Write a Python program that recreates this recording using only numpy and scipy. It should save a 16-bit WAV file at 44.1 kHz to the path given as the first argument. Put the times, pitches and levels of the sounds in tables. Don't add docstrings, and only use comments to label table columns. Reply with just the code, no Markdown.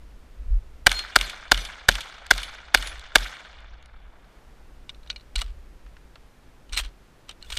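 import sys
import numpy as np
from scipy import signal
from scipy.fft import rfft, irfft, next_fast_len
from scipy.io import wavfile
from scipy.ndimage import map_coordinates

SR = 44100
rng = np.random.default_rng(int(sys.argv[2]) if len(sys.argv) > 2 else 0)


def unload_wav(signal):
    wavfile.write(
        sys.argv[1],
        SR,
        np.round(np.clip(np.atleast_2d(signal).T, -1, 1) * 32767).astype(np.int16),
    )


def makeup_ratio(level_db):
    decades = np.asarray(level_db, float) / 20
    return 10 ** decades


N = 334278
T = np.arange(N) / SR


def unit(x):
    return x / np.sqrt(np.mean(x ** 2) + 1e-20)


def along(points, hz):
    f, v = np.transpose(points)
    return np.interp(np.log(hz + 1), np.log(f + 1), v)


def wander(rate_hz, t, count):
    return map_coordinates(rng.standard_normal(count), [t * rate_hz])


def filtered(x, response):
    m = next_fast_len(len(x) + 8192)
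    return irfft(rfft(x, m) * response(np.fft.rfftfreq(m, 1 / SR)), m)[:len(x)]


def band(x, lo_hz, hi_hz):
    return signal.sosfilt(signal.butter(2, [lo_hz, hi_hz], "band", fs=SR, output="sos"), x)


def add(into, s, x):
    part = into[round(s * SR):][:len(x)]
    part += x[:len(part)]


def fading_noise(seconds, gain_db):
    hz, t, z = signal.stft(rng.standard_normal(int(seconds * SR)), SR, nperseg=256)
    return signal.istft(z * makeup_ratio(gain_db(hz[:, None], t)), SR, nperseg=256)[1]


def held_down():
    held = np.zeros(N)
    for s, *_ in SHOTS:
        held = np.where(T >= s, np.clip(1 - (T - s - .55) / 0.64, 0, 1), held)
    return held


# (frequency [Hz], density [dB per Hz])
AIR = [(59, -29.5), (100, -5), (513, -12.5), (768, -16), (1500, -18.5), (13500, -38.5), (15000, -40.5),
       (16000, -58.5)]
AIR_DB = -57


def air(held):
    hiss = unit(filtered(rng.standard_normal(N), lambda hz: makeup_ratio(along(AIR, hz))))
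    low = filtered(hiss, lambda hz: 1 / (1 + (hz / 500) ** 2))
    return makeup_ratio(AIR_DB) * (makeup_ratio(-15 * held) * (hiss - low) + makeup_ratio(-6 * held) * low)


# (time [s], level [dB])
WIND = [(0, -40.5), (.3, -46.5), (.44, -38), (.53, -20.5), (.66, -40.5), (.85, -40), (1.399, -51),
        (3.2, -45), (3.36, -64), (3.55, -42.5), (4.3, -49.5), (5.3, -48.5), (5.42, -31), (5.6, -44.5),
        (6.6, -51), (6.8, -35.5), (7.1, -56), (7.58, -39.5)]
# (frequency [Hz], density [dB per Hz])
RUMBLE = [(12, -3.5), (32, -1), (49, 0.5), (66, -6.5), (87, -27.5), (100, -19.5), (130, -54.5), (220, -120)]
# (time [s], level [dB])
JOLTS = [(0.524, -13), (.575, -21), (5.383, -17), (5.454, -27.5), (5.507, -27.5), (6.737, -25.5),
         (6.823, -26.5), (6.866, -28), (7.543, -31)]
JOLT_HZ, JOLT_S = 39, 0.012
THUD_DB, KICK_THUD_DB, KICK_THUD_T60 = -69.5, -16, 0.35


def wind():
    s, strength_db = np.transpose(WIND)
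    gusts_db = 3 * wander(9, T, int(N / SR * 9) + 4)
    buffeting = unit(filtered(rng.standard_normal(N), lambda hz: makeup_ratio(along(RUMBLE, hz))))
    out = makeup_ratio(np.interp(T, s, strength_db) + gusts_db) * buffeting
    stir = makeup_ratio(THUD_DB + 0.65 * gusts_db)
    for s, _, kick_db, *_ in SHOTS:
        stir += (T > s) * makeup_ratio(kick_db + KICK_THUD_DB - 60 * np.abs(T - s) / KICK_THUD_T60)
    out += stir * unit(band(rng.standard_normal(N), 44, 200))
    for s, db in JOLTS:
        out -= makeup_ratio(db) * np.exp(-.5 * ((T - s) / JOLT_S) ** 2) * np.cos(2 * np.pi * JOLT_HZ * (T - s))
    return out


TREES_S, BOUNCE_DB, TREES_DB_PER_S = 0.0067, 2, 55.5
CROWN_S, CROWN_WIDE_S, CROWN_DB, CROWN_HZ = 0.099, .045, 5.5, 3500


def tree_line(hz, t):
    late = np.maximum(t - TREES_S, 0)
    leafy = .6 + .6 * np.exp(-(np.log((hz + 1) / CROWN_HZ) / .5) ** 2)
    crowns = np.exp(-.5 * ((t - CROWN_S) / CROWN_WIDE_S) ** 2) * leafy
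    onset = -40 * np.clip(1 - t / TREES_S, 0, 1)
    return onset - 6 + BOUNCE_DB * np.exp(-late / .012) + CROWN_DB * crowns - TREES_DB_PER_S * late


# (frequency [Hz], loss [dB per s])
LEAF_LOSS = [(300, -13), (1500, 12.5), (4000, 24.5), (8000, 37), (15000, 75)]
# (frequency [Hz], t60 [s])
WOODS = [(300, 2.3), (700, 4.3), (1500, 2.4), (3500, 1.9), (6000, 1.3), (12000, 0.48)]


def echoes():
    out = np.zeros(N)
    for s, _, _, echo_db, _ in SHOTS:
        knots = rng.standard_normal((12, 140))
        crackle = rng.standard_normal(520)

        def lumps_db(hz, t):
            lumps = map_coordinates(knots, np.broadcast_arrays(hz / 1500, t * 90))
            return 3.0 * lumps + 2 * map_coordinates(crackle, [t * 350])

        def near_db(hz, t):
            return tree_line(hz, t) - t * along(LEAF_LOSS, hz) + lumps_db(hz, t)

        def far_db(hz, t):
            return -60 * t / along(WOODS, hz) - 30 * np.exp(-t / 0.014) + lumps_db(hz, t)

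        add(out, s, makeup_ratio(echo_db + 9.5) * fading_noise(0.76, near_db))
        add(out, s, makeup_ratio(echo_db + 0.5) * fading_noise(1.7, far_db))
    return out


def recoil():
    out, t = np.zeros(N), np.arange(SR // 4) / SR
    swing = np.sin(2 * np.pi * (39.0 * t + 12 * t * t) - 2.3)
    swing *= (1 - np.exp(-t / 0.0092)) / (1 + (t / 0.088) ** 5)
    shove = -t / 0.00078 * np.exp(1 - t / 0.0012)
    for s, _, kick_db, _, shove_db in SHOTS:
        add(out, s, makeup_ratio(kick_db) * swing + makeup_ratio(shove_db) * shove)
    return out


# (start [s], end [s], frequency [Hz], level [dB])
TUBE = [(7.428, 7.47, 2850, -59), (7.465, 7.503, 3500, -58), (7.428, 7.46, 1500, -60),
        (7.51, 7.565, 1480, -50), (7.53, 7.565, 2900, -50)]


def tube():
    out = np.zeros(N)
    for start, end, hz, db in TUBE:
        t = np.arange(0, end - start, 1 / SR)
        breath = 1 + 0.52 * wander(300, t, 64)
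        swell = np.sin(np.pi * t / t[-1]) ** .5
        add(out, start, makeup_ratio(db) * breath * swell * np.sin(2 * np.pi * hz * t + 1.6 * breath))
    return out


# (start [s], hold [s], level [dB], brightness [dB])
SLIDES = [(5.377, 0.046, -42, -2), (5.435, .07, -61, -11), (6.729, .03, -43, -16),
          (6.776, 0.0085, -29.5, 5.5), (6.811, 0.069, -53, -15), (7.292, .02, -52, -18),
          (7.414, 0.012, -58, -15), (7.458, .04, -61, 6), (7.506, 0.096, -46.5, 4.5)]
SLIDE_RISE_DB_PER_S, SLIDE_FALL_DB_PER_S = 1500, 799


def slides():
    out = np.zeros(N)
    grain = makeup_ratio(4.05 * wander(300, T, int(N / SR * 300) + 4))
    body = unit(grain * band(rng.standard_normal(N), 950, 4700))
    edge = unit(grain * band(rng.standard_normal(N), 5500, 17000))
    for s, hold, db, bright_db in SLIDES:
        before, after = np.maximum(s - T, 0), np.maximum(T - s - hold, 0)
        off_db = SLIDE_RISE_DB_PER_S * before + SLIDE_FALL_DB_PER_S * after
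        out += makeup_ratio(db - off_db) * (body + makeup_ratio(bright_db) * edge)
    return out


# (frequency [Hz], level [dB], free t60 [s])
STEEL = [(1478, -11, 0.7), (1990, -22, 0.1), (2355, -5.5, 0.14), (2916, -1, 0.134), (3720, -6.5, 0.17),
         (4120, -4, 0.13), (5850, -7, 0.14), (6470, -12, 0.1), (8193, -10.5, 0.091), (11150, -23, 0.13)]
DAMPING, STEEL_DB = 0.23, -10


def steel(events):
    out, t = np.zeros(N), np.arange(SR // 8) / SR
    hz, level_db, t60 = np.transpose(STEEL)[:, :, None]
    damped_t60 = DAMPING * np.minimum(t60, .17)
    for s, db, *_ in events:
        new_db = 4 * rng.standard_normal(hz.shape)
        modes = makeup_ratio(db + level_db + new_db - 60 * t / damped_t60) * np.sin(2 * np.pi * hz * t)
        add(out, s, modes.sum(axis=0))
    return makeup_ratio(STEEL_DB) * out


def clicks(events, low_hz, ring_db):
    out, t = np.zeros(N), np.arange(SR // 8) / SR
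    for s, db, low_db, high_db, t60, *ring_hz in events:
        n = rng.standard_normal((4, len(t))) * (1 - np.exp(-t / 0.00017))

        def fall(share):
            return makeup_ratio(-60 * t / max(share * t60, .003))

        crack = band(n[0] * (0.67 * fall(0.43) + 0.49 * fall(0.67)), 2300, 5300)
        crack += makeup_ratio(low_db + 2.0) * band(n[1] * fall(0.69), low_hz, 2000)
        crack += makeup_ratio(high_db) * band(n[2] * (0.8 * fall(0.31) + .3 * fall(0.62)), 6400, 11000)
        ring = sum(band(n[3] * fall(0.91), 0.925 * hz, 1.056 * hz) for hz in ring_hz)
        add(out, s, makeup_ratio(db) * (crack + makeup_ratio(ring_db) * ring))
    return out


# (time [s], peak [dB], ring [Hz])
FUMBLES = [(4.244, -53, 1499), (5.062, -48, 1620), (5.863, -49, 2600), (5.967, -46.5, 1495),
           (6.156, -40, 1248)]
# (time [s], peak [dB], ring [Hz])
LATCH = [(4.8933, -28, 3550), (4.9, -35.5, 2440), (4.946, -46, 4000), (5.031, -48, 3950),
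         (5.074, -43, 3940), (5.097, -39, 4370), (5.101, -17.5, 3980), (5.113, -32.5, 2400),
         (5.128, -42, 2500), (5.161, -31, 4160), (5.178, -48, 4000), (5.197, -49, 4200),
         (5.209, -46.5, 4300)]
# (time [s], peak [dB], ring [Hz])
RATTLES = [(5.3555, -26, 2840), (5.359, -15.5, 4190), (5.381, -26, 4200), (5.4105, -27, 3930),
           (6.7245, -31, 4270), (6.731, -24, 5800), (6.739, -35, 8500), (6.7445, -26.5, 3800),
           (6.752, -35, 8500), (6.7645, -27, 4130), (6.769, -24, 4070), (6.7743, -12, 2160),
           (6.817, -42, 3630), (7.4255, -36, 4240), (7.4465, -44, 1500), (7.525, -24, 3260),
           (7.572, -15.5, 3400)]
# (time [s], peak [dB], ring [Hz])
SEATINGS = [(5.389, -27.5, 2200), (5.416, -20.5, 1250), (5.417, -26, 680), (6.694, -46, 3040),
            (6.781, -19.5, 3700), (6.789, -18.5, 2740), (6.797, -21.5, 3150), (6.8355, -38, 3250),
            (6.848, -34, 3130), (6.86, -39.5, 3400), (7.2925, -27.5, 2900), (7.311, -38.5, 3500),
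            (7.502, -27.5, 3500), (7.521, -28.5, 3350), (7.5685, -27, 3500)]
# (low [dB], high [dB], t60 [s])
FUMBLE, CLICK = (8.6, -24, 0.045), (-9, -26, 0.032)
RATTLE, SEAT = (-12, 0, 0.0367), (-1.5, -0.047, 0.047)


def loading():
    kinds = [(FUMBLES, FUMBLE), (LATCH, CLICK), (RATTLES, RATTLE), (SEATINGS, SEAT)]
    rows = [(s, db, *colour, hz) for hits, colour in kinds for s, db, hz in hits]
    return clicks(rows, low_hz=510, ring_db=7.5) + steel(RATTLES + SEATINGS + LATCH)


# (time [s], time to loudest
# [s], frequency [Hz], level [dB])
HULLS = [(.93, 0.047, 4224, -30.5), (.93, 0.039, 6900, -50), (.92, 0.027, 9900, -57),
         (1.21, 0.031, 4230, -41), (1.215, .03, 4760, -49), (1.58, 0.028, 5960, -48),
         (1.59, 0.049, 10500, -58), (2.37, 0.059, 10000, -57), (2.832, 0.045, 9950, -50),
         (2.83, 0.035, 6850, -54), (5.102, 0.0061, 4390, -39), (5.162, .007, 4300, -51),
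         (5.359, 0.0062, 4150, -47)]


def hulls():
    out = np.zeros(N)
    for s, swell, hz, db in HULLS:
        t = np.arange(0, 4.475 * swell, 1 / SR)
        flutter = makeup_ratio(1.2 * wander(50, t, 64))
        turning = t / swell * np.exp(-.45 * (t / swell) ** 2.4)
        add(out, s, makeup_ratio(db + 7.5) * flutter * turning * np.sin(2 * np.pi * hz * t))
    return out


# (time [s], peak [dB])
REAR = [(.9153, -9.5), (.9258, -19.5), (1.211, -13.5), (1.5748, -19.5), (1.953, -17), (2.3783, -19),
        (2.8244, -21), (3.2444, -28)]
# (time [s], peak [dB])
CLOSE = [(0.99, -25), (1.2959, -28), (1.6495, -27.5), (2.0062, -26.5), (2.43, -25.5), (2.8715, -26)]
# (time [s], peak [dB], low [dB])
STRAYS = [(2.2653, -30, -9), (2.5474, -41, 2), (2.9946, -32, -17), (3.6043, -50, 7), (3.8255, -46, -6),
          (3.858, -42, -7)]
# (time after the blast [s], peak [dB], t60 [s])
BANKS = [(0.169, -40, 0.078), (.181, -37, 0.035), (0.21, -41.5, 0.027), (.237, -44, 0.034),
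         (.292, -43, .05), (.372, -44, .04)]
UNLOCK_S, UNLOCK_DB = .0262, -19
# (low [dB], high [dB], t60 [s]); strays bring their own low
UNLOCK, STOP, SHUT, STRAY = (-9.5, 0, 0.02), (-9, 0, 0.0336), (-18, 1, 0.097), (3, 0.022)
BANK_LOW_DB, BANK_HIGH_DB = 6, -22


def bolt():
    rows = [(s + UNLOCK_S, UNLOCK_DB, *UNLOCK) for s, *_ in SHOTS]
    rows += [(*hit, *STOP) for hit in REAR]
    rows += [(*hit, *SHUT) for hit in CLOSE]
    rows += [(*hit, *STRAY) for hit in STRAYS]
    for s, *_ in SHOTS:
        rows += [(s + after, db, BANK_LOW_DB, BANK_HIGH_DB, t60) for after, db, t60 in BANKS]
    return makeup_ratio(11.5) * clicks(rows, low_hz=804, ring_db=0)


# (time [s], overload [dB], recoil [dB], echo [dB], low shove [dB])
SHOTS = [
    (0.8674, 10.5, -25.5, -27.5, -19),
    (1.1609, 7, -25.5, -29, -34),
    (1.518, 6.5, -22.5, -29, -33),
    (1.8883, 7, -25, -29.5, -14),
    (2.3103, 8, -26.5, -29.5, -39.5),
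    (2.7465, 6.5, -26.5, -29.5, -36),
    (3.1564, 9.5, -25, -30, -32),
]


def blasts():
    out, t = np.zeros(N), np.arange(SR // 20) / SR

    def tone(hz):
        return np.sin(2 * np.pi * hz * t)

    for s, over_db, *_ in SHOTS:
        u = t / 0.00031
        gas = rng.standard_normal(len(t)) * makeup_ratio(-60 * t / 0.015)
        blast = makeup_ratio(over_db) * (5.5 * (1 - u) * np.exp(-u) + 1.7 * gas)
        blast += makeup_ratio(over_db + 10.0) * tone(4700) * makeup_ratio(-60 * t / 0.0029)
        blast += makeup_ratio(over_db - 14.0) * tone(3700) * makeup_ratio(-60 * t / .016)
        add(out, s + .0005, makeup_ratio(over_db + 4) * tone(1600) * makeup_ratio(-60 * (t / 0.0023) ** 1.8))
        add(out, s, blast)
        ground = band((1 - u / 3) * np.exp(-u / 3), 370, 1500)
        add(out, s + .0068, makeup_ratio(-23.5) * blast + makeup_ratio(over_db - 6.0) * ground)
        hammer = rng.standard_normal(len(t)) * (t < .0046) * (1 - np.exp(-t / 0.00042))
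        hammer_ring = band(hammer, 7500, 8500) * makeup_ratio(-60 * t / 0.013)
        add(out, s - .0046, makeup_ratio(-6.0) * hammer + makeup_ratio(4) * hammer_ring)
        add(out, s - .0115, makeup_ratio(-41.5) * hammer)
    return out


# (frequency [Hz], width [Hz], level [dB])
HOUSING = [(296, 180, -15.5), (675.7, 340, -7.5), (1500, 400, -0.5), (2313, 330, -1.5), (2900, 260, -3),
           (3497, 360, -1.5), (4321, 420, -3.5), (4806, 1000, -7.5), (6500, 1900, -12), (8500, 890, -12),
           (11600, 3000, -18.5)]


def housing(f):
    return sum((-1) ** k * makeup_ratio(db) * 1j * f * w / (c * c - f * f + 1j * f * w)
               for k, (c, w, db) in enumerate(HOUSING))


# (frequency [Hz], level [dB])
BELOW = [(300, -9), (1200, 0), (4000, 2.5), (6500, -4), (8500, -1), (10500, -13.5), (12800, -9.5),
         (16000, -11.5)]


def scene():
    held = held_down()
    blast = filtered(blasts(), housing)
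    overloaded = 1.086 * blast / (1 + np.abs(blast) ** 4) ** (1 / 4)
    squashed = band(band(overloaded, 250, 12000), 250, 18000)
    range_sound = filtered(echoes() * makeup_ratio(6.7 * (1 - held)) + bolt(), housing)
    hands = filtered(loading() + slides() + tube(), lambda hz: makeup_ratio(along(BELOW, hz)))
    return (squashed + range_sound + hands + hulls() + recoil() + wind() + air(held))[None]


def low_pass(x):
    return signal.sosfilt(signal.butter(12, 16420, fs=SR, output="sos"), x)


def record(dry):
    limited = filtered(np.clip(dry[0], -1, 1), lambda hz: 1 / (1 + (hz / 15100) ** 44))
    return low_pass(.94 * limited[None])


dry = scene()
out = record(dry)
unload_wav(out)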